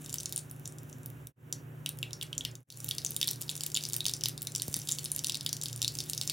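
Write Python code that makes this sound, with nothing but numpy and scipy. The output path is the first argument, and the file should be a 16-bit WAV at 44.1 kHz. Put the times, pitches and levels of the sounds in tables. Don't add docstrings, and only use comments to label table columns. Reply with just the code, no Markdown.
import sys
import numpy as np
from scipy import signal
from scipy.fft import rfft, irfft
from scipy.io import wavfile

SR = 44100
rng = np.random.default_rng(int(sys.argv[2]) if len(sys.argv) > 2 else 0)


def file_out(sig):
    cols = np.atleast_2d(sig).T
    lim = np.clip(cols, -1, 1)
    pcm = np.round(lim * 32767).astype(np.int16)
    wavfile.write(sys.argv[1], SR, pcm)


N = 278712

# start_s, relative level_db, nominal pitch_hz, ringing_cycles (to fall 60 dB)
LOUD_POPS = [(0.095, -21, 6660, 6.1), (0.142, -7.5, 7900, 1.7), (0.1841, -20, 6110, 32),
             (0.2017, -18.5, 5300, 4.3), (0.2578, -15.0, 6500, 20), (0.3247, -11, 13880, 1.5),
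             (0.3615, -12.0, 9300, 11), (0.378, -15.0, 8590, 14), (0.5124, -24, 11700, 13),
             (0.6566, -19.5, 6160, 8), (0.6764, -22.5, 7990, 14), (0.785, -28.5, 7240, 6.8),
             (1.06, -19.5, 14000, 8), (1.271, -16, 12390, 3), (1.5265, -11.0, 6350, 7.7),
             (1.8612, -8.5, 2700, 2.9), (1.8914, -12, 10360, 3.4), (1.988, -20.5, 14000, 2.4),
             (2.029, -15.5, 2700, 22.5), (2.1083, -29.5, 2940, 4.3), (2.132, -19.5, 5700, 21),
             (2.2127, -20, 3060, 11), (2.2259, -18, 3040, 10), (2.2304, -14.0, 9480, 2.6),
             (2.3294, -20.5, 3100, 19), (2.3799, -13, 6670, 20), (2.409, -21.0, 3200, 18),
             (2.4507, -13.0, 2900, 11.3), (2.554, -21.5, 6060, 6.3), (2.7026, -11, 4670, 5),
             (2.7243, -23, 13960, 6.8), (2.8444, -14.5, 12930, 6.6), (2.889, -11, 11800, 4.8),
             (2.911, -11.5, 3610, 10.5), (2.983, -12.5, 4520, 6.8), (3.0485, -8.5, 7140, 7.9),
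             (3.0632, -14.5, 6150, 25), (3.1074, -17, 12040, 12.6), (3.1644, -6.5, 9430, 1.85),
             (3.214, -5, 3590, 2.7), (3.2291, -7, 3480, 6.9), (3.2745, -9, 11940, 5.4),
             (3.2798, -9.5, 3570, 6.6), (3.288, -12.5, 5200, 8.5), (3.3117, -7, 13870, 2.3),
             (3.4158, -12, 11300, 2.9), (3.4224, -18, 7100, 5.7), (3.4933, -12, 3800, 7),
             (3.4993, -15, 6690, 3.4), (3.565, -17.5, 11160, 5.8), (3.608, -12, 4620, 3.1),
             (3.6356, -10.5, 6000, 4.2), (3.6652, -12, 13900, 6.9), (3.7451, -12.5, 6930, 34),
             (3.752, -13.5, 3570, 7.9), (3.764, -9, 4120, 3.8), (3.7718, -6.5, 3200, 3.6),
             (3.8375, -13.5, 4795, 4.5), (3.8522, -17.0, 5270, 19), (3.8881, -18, 9800, 7.7),
             (3.9335, -9.5, 6850, 6.2), (3.9414, -10.5, 4870, 1.76), (3.9648, -8, 12090, 3.4),
             (4.0057, -14, 3680, 12.2), (4.0545, -9.5, 3710, 5.9), (4.065, -4.5, 5590, 3.7),
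             (4.083, -10, 4790, 5), (4.0952, -11.5, 3670, 2.8), (4.1373, -9, 5460, 5.1),
             (4.2099, -19.5, 5350, 8), (4.2372, -8, 5310, 9.1), (4.258, -5, 3850, 3.9),
             (4.2852, -9.0, 10970, 2.66), (4.378, -18, 5580, 4.2), (4.4198, -12.5, 12800, 3.4),
             (4.4284, -16.5, 12920, 6.9), (4.471, -11, 4710, 2.9), (4.5507, -13.5, 5680, 17.3),
             (4.5605, -10, 7010, 6.8), (4.6201, -7.0, 6670, 1.95), (4.681, -16, 14080, 7.1),
             (4.742, -5.5, 6290, 4), (4.766, -9.5, 11740, 2.4), (4.7904, -18, 10970, 4.6),
             (4.8878, -11, 6560, 4.3), (4.8911, -10, 3810, 2.8), (4.9098, -20, 6570, 2.6),
             (4.9148, -14.5, 6640, 23), (4.921, -9.5, 7100, 15), (4.928, -20, 7060, 18),
             (4.986, -14.5, 4080, 5.5), (5.0433, -14, 9200, 4.1), (5.05, -17, 9980, 9.3),
             (5.1176, -12, 9500, 19), (5.1627, -9.5, 11360, 5), (5.192, -13, 5900, 8.6),
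             (5.2453, -7.5, 4500, 4.6), (5.2695, -12.5, 6160, 10.3), (5.2966, -7, 3570, 3.2),
             (5.3451, -12, 4290, 6.4), (5.3538, -13.5, 4554, 5), (5.4096, -16.5, 4560, 6.4),
             (5.4632, -7, 3810, 4.1), (5.492, -15, 5520, 8.1), (5.5294, -10.5, 5970, 10.4),
             (5.6143, -16, 6600, 7.1), (5.6223, -24, 6030, 35), (5.6363, -12.5, 6940, 3),
             (5.6581, -13, 4600, 5.1), (5.7293, -20, 5850, 10.6), (5.8182, -7.5, 4840, 5.3),
             (5.8276, -8, 4900, 3.4), (5.8461, -10, 3750, 10), (5.8791, -9.5, 5000, 12.6),
             (5.9877, -13, 5820, 11), (6.004, -11.5, 4245, 4.7), (6.0982, -10, 7700, 4.9),
             (6.1336, -12.0, 4850, 6.3), (6.178, -14, 6040, 15), (6.2134, -8.5, 4340, 4.8),
             (6.2758, -12.5, 5730, 9.3), (6.298, -7.5, 3930, 5.2)]
# time_s, vigour_db
VIGOUR = [(0, -50.5), (.38, -52), (.5, -59), (.9, -58), (1.7, -67.5), (2.0, -58), (2.55, -62), (2.8, -48),
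          (3.25, -51), (4.1, -52), (4.42, -57), (4.7, -46), (5, -47), (5.45, -55.5), (5.9, -49),
          (6.32, -47)]


def from_db(db):
    return 10 ** (np.asarray(db) / 20)


def rms_one(x):
    return x / np.sqrt(np.mean(x ** 2) + 1e-20)


def in_time(rows):
    return np.interp(np.arange(N) / SR, *np.transpose(rows))


def at_hz(points, hz):
    points = np.array(points)
    return np.interp(np.log(np.maximum(hz, 1)), np.log(points[:, 0]), points[:, 1])


def coloured(x, points):
    size = x.shape[-1]
    gain = from_db(at_hz(points, np.fft.rfftfreq(size, 1 / SR)))
    return irfft(rfft(x) * gain, size)


def drift(rate_hz):
    hz = np.fft.rfftfreq(N, 1 / SR)
    noise = rfft(rng.standard_normal(N))
    return rms_one(irfft(noise / (1 + (hz / rate_hz) ** 2) ** 2, N))


def ring(clicks, hz, t60):
    radius = from_db(-60 / (t60 * SR))
    step = 2 * np.pi * min(hz, .45 * SR) / SR
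    top = [1, -radius * np.cos(step)]
    bottom = [1, -2 * radius * np.cos(step), radius * radius]
    return signal.lfilter(top, bottom, clicks + 1e-18)


def bell(x, hz, width_hz, gain_db):
    band = signal.lfilter(*signal.iirpeak(hz, hz / width_hz, fs=SR), x)
    return x + (from_db(gain_db) - 1) * band


def panned(x, left_db):
    return x * from_db(np.array([[.5], [-.5]]) * left_db)


def radiate(x, edge_hz):
    return signal.sosfilt(signal.butter(8, edge_hz, "high", fs=SR, output="sos"), x)


def sizzle(per_s, spread_db, cycles, count=16):
    # frequency_hz, relative level_db
    colour = [(2500, -3), (3600, -6), (4800, -12.5), (6000, -3.5), (7500, -4), (8400, -9), (9600, -5.5),
              (12000, -3), (15500, -6.5)]
    sizes = from_db(spread_db * np.minimum(rng.exponential(1, N), 3)) * rng.choice([-1, 1], N)
    born = rng.random(N) < per_s / SR
    pitch_of = rng.integers(0, count, N)
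    grains = 0
    for k, hz in enumerate(np.linspace(3000, 15500, count)):
        clicks = sizes * born * (pitch_of == k)
        grains = grains + ring(clicks, hz, cycles / hz) * np.sqrt(hz)
    return rms_one(coloured(radiate(grains, edge_hz=2420), colour))


def hum(waver_hz):
    # pitch_hz, rms_db (mean of the sides), unsteadiness (0-1), left_minus_right_db
    tones = [(72.2, -67.5, 0.7, -1), (95.9, -66, 0.5, -0.5), (119.4, -51.5, 1, -1.5), (128.6, -59, 1, -3.5),
             (149.2, -51, 0.22, 0.5), (256.2, -66, 0.83, -3.5), (291, -65, 0.95, -4),
             (368, -69.5, 0.3, -17)]
    t = np.arange(N) / SR
    out = 0
    for hz, db, unsteady, left_db in tones:
        wander = (drift(waver_hz) + 1j * drift(waver_hz)) / np.sqrt(2)
        waver = 1 - np.clip(unsteady, 0, 1) + unsteady * wander
        turning = np.exp(2j * np.pi * (hz * t + rng.random()))
        tone = rms_one(np.real(waver * turning))
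        out = out + panned(from_db(db) * tone, left_db)
    return out


def air(level_db):
    # frequency_hz, relative level_db (per Hz)
    colour = [(20, -15), (55, -10.5), (85, -3.5), (130, 5), (200, -1.5), (290, -3), (400, -7), (520, -8),
              (750, -13.5), (1150, -14.5), (1600, -13), (2100, -19.5), (2900, -21), (4300, -39),
              (16000, -28)]
    # frequency_hz, correlation (-1 to 1)
    likeness = [(60, 1), (200, 0.79), (380, 1), (700, 0.37), (1300, -0.18), (2400, -0.0021), (4400, 1)]
    mid, side = rfft(rng.standard_normal((2, N)))
    alike = np.clip(at_hz(likeness, np.fft.rfftfreq(N, 1 / SR)), -1, 1)
    both = irfft(np.sqrt(1 + alike) * mid + np.sqrt(1 - alike) * side * [[1], [-1]], N)
    return from_db(level_db) * rms_one(coloured(both, colour))


def small_pops(count=130):
    simmer_db, lively_db = -58, -52
    flurry_share, flurry_s = .65, .025
    level_db, spread_db = -22, 3.0
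    pitch_hz, pitch_spread_oct = 6550, .38
    ringing_cycles, ringing_spread_oct = 4.3, .81
    t = np.arange(0, N / SR, .001)
    vigour_db = np.interp(t, *np.transpose(VIGOUR))
    lively = np.clip((vigour_db - simmer_db) / (lively_db - simmer_db), 0, 1)
    stirred = sum((t > s) * np.exp(-abs(t - s) / flurry_s) for s, *_ in LOUD_POPS)
    share = np.clip(flurry_share, 0, 1)
    due = np.cumsum(lively * (1 - share + share * stirred / stirred.mean()))
    times = np.interp((np.arange(count) + rng.random(count)) / count, due / due[-1], t)
    level, pitch, ringing = np.clip(rng.standard_normal((count, 3)), -2, 2).T
    return np.column_stack([times,
                            level_db + spread_db * level,
                            pitch_hz * 2 ** (pitch_spread_oct * pitch),
                            ringing_cycles * 2 ** (ringing_spread_oct * ringing)])


def burst(db, hz, cycles, size=1024):
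    age = np.arange(size) / SR * hz / max(cycles, 1)
    pitch = hz * (.98 + .2 * np.minimum(age, 1))
    phase = 2 * np.pi * (np.cumsum(pitch) - pitch[0]) / SR
    return from_db(db - 60 * age) * np.cos(phase)


def pops(level_db, scatter_db, scatter_t60, bowl_db, bowl_t60, width, pan_db, size=1024):
    out = np.zeros((2, N + size))
    t = np.arange(size) / SR
    for s, db, hz, cycles in [*LOUD_POPS, *small_pops()]:
        paths = signal.unit_impulse(size)
        for echo_db, t60 in (scatter_db, scatter_t60), (bowl_db, bowl_t60):
            mid, side = rng.standard_normal((2, size)) * t * from_db(-60 * t / t60)
            echo = rms_one(mid + width * side * np.array([[1], [-1]])) / np.sqrt(size)
            paths = paths + from_db(echo_db) * echo
        tone = burst(db + level_db, hz, cycles)
        heard = irfft(rfft(paths, 2 * size) * rfft(tone, 2 * size))[:, :size]
        at = int(np.clip(s * SR, 0, N - 1))
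        level_kept = rms_one(heard) * np.std(tone)
        out[:, at:at + size] += panned(level_kept, pan_db * rng.standard_normal())
    return out[:, :N]


def plop(x, level_db):
    return from_db(level_db) * signal.sosfilt(signal.butter(1, [450, 1500], "band", fs=SR, output="sos"), x)


def echoes(x, delay_s, t60, level_db, width):
    # frequency_hz, relative level_db
    colour = [(500, 17), (1600, 29), (2800, -3.5), (3700, 0.5), (4300, -0.5), (5000, 1), (7300, -5),
              (8400, -2), (9600, -4.5), (12000, -1.5), (16000, -11)]
    t = np.arange(SR // 2) / SR
    mid, side = coloured(rng.standard_normal((2, len(t))), colour)
    onset = np.clip((t - delay_s) * 1000, 0, 1)
    decay = onset * from_db(-60 * t / t60)
    response = (mid + width * side * np.array([[1], [-1]])) * decay / np.sqrt(np.sum(decay ** 2))
    return from_db(level_db) * signal.fftconvolve(response, x[None], axes=1)[:, :N]


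def wok(x):
    # pitch_hz, relative level_db, t60_s
    modes = [(3570, -19, .14), (3590, 7, 0.083), (3752, 11, 0.091), (3680, -6, 0.16), (3830, -17, 0.14),
             (4270, -32, 0.18), (4930, 7, 0.11), (5100, -14, 0.16), (5880, 16.5, 0.033),
             (7520, 15.5, 0.053), (7120, 13.5, 0.062), (9050, 11, .08)]
    return from_db(-56) * sum(from_db(db) * ring(x, hz, t60) for hz, db, t60 in modes)


def ports(x):
    # frequency_hz, phase_rad
    leads = [(3000, 0), (5200, .15), (10400, 0), (11500, -.7), (12000, -1.7), (12800, -3.1), (13800, -5.2),
             (14900, -6.3)]
    lead = at_hz(leads, np.fft.rfftfreq(N, 1 / SR))
    return irfft(rfft(x) * np.exp(1j * lead * np.array([[.5], [-.5]])), N)


def dips():
    # fade_start_s, near_silent_from_s, near_silent_until_s, full_again_s
    fades = [(1.232, 1.326, 1.357, 1.517), (2.524, 2.641, 2.668, 2.857)]
    t = np.arange(N) / SR
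    gain = 1
    for start, silent, until, back in fades:
        fall = (silent - t) / (silent - start)
        rise = (t - until) / (back - until)
        gain = gain * np.clip(np.maximum(fall, rise), .006, 1)
    return gain


def knocks(glide_s):
    # start_s, peak_db, first_pitch_hz, last_pitch_hz, length_s (to fall 60 dB)
    bumps = [(4.6821, -33.5, 680, 85, .027), (4.7665, -38.5, 450, 150, .018)]
    out = 0
    for s, db, first_hz, last_hz, length in bumps:
        t = np.maximum(np.arange(N) / SR - s, 0)
        turns = last_hz * t + (first_hz - last_hz) * glide_s * (1 - np.exp(-t / glide_s))
        envelope = from_db(db - 60 * np.minimum(t / length, 2) ** 3)
        out = out + envelope * np.sin(2 * np.pi * turns)
    return out


def scene():
    bursts = pops(level_db=-1.0, scatter_db=-2.5, scatter_t60=.002, bowl_db=-7.5, bowl_t60=0.0089,
                  width=0.4, pan_db=0.6)
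    bright = radiate(bursts, edge_hz=2690)
    bright = bell(bright, hz=9640, width_hz=960, gain_db=6.5)
    bright = bell(bright, hz=13300, width_hz=1150, gain_db=8.0)
    activity = from_db(in_time(VIGOUR))
    fizz = from_db(-9) * activity * sizzle(per_s=8000, spread_db=-1, cycles=4.7)
    tick_rate = 90 * activity ** 2 / np.mean(activity ** 2)
    ticks = from_db(-58.5) * sizzle(per_s=tick_rate, spread_db=3.5, cycles=11)
    oil = bright + fizz + ticks
    oil_mono = oil.mean(axis=0)
    kitchen = echoes(oil_mono, delay_s=0.0043, t60=0.19, level_db=-6.5, width=0.033)
    frying = ports(oil + plop(bursts, level_db=-9.5) + kitchen + wok(oil_mono))
    low = hum(waver_hz=4.4) + knocks(glide_s=0.0022) + panned(air(level_db=-53.5), left_db=-2)
    return (panned(frying, left_db=0.4) + low) * dips()


def record(dry):
    return signal.sosfilt(signal.ellip(10, .1, 70, 16200, fs=SR, output="sos"), dry)


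dry = scene()
out = record(dry)
file_out(out)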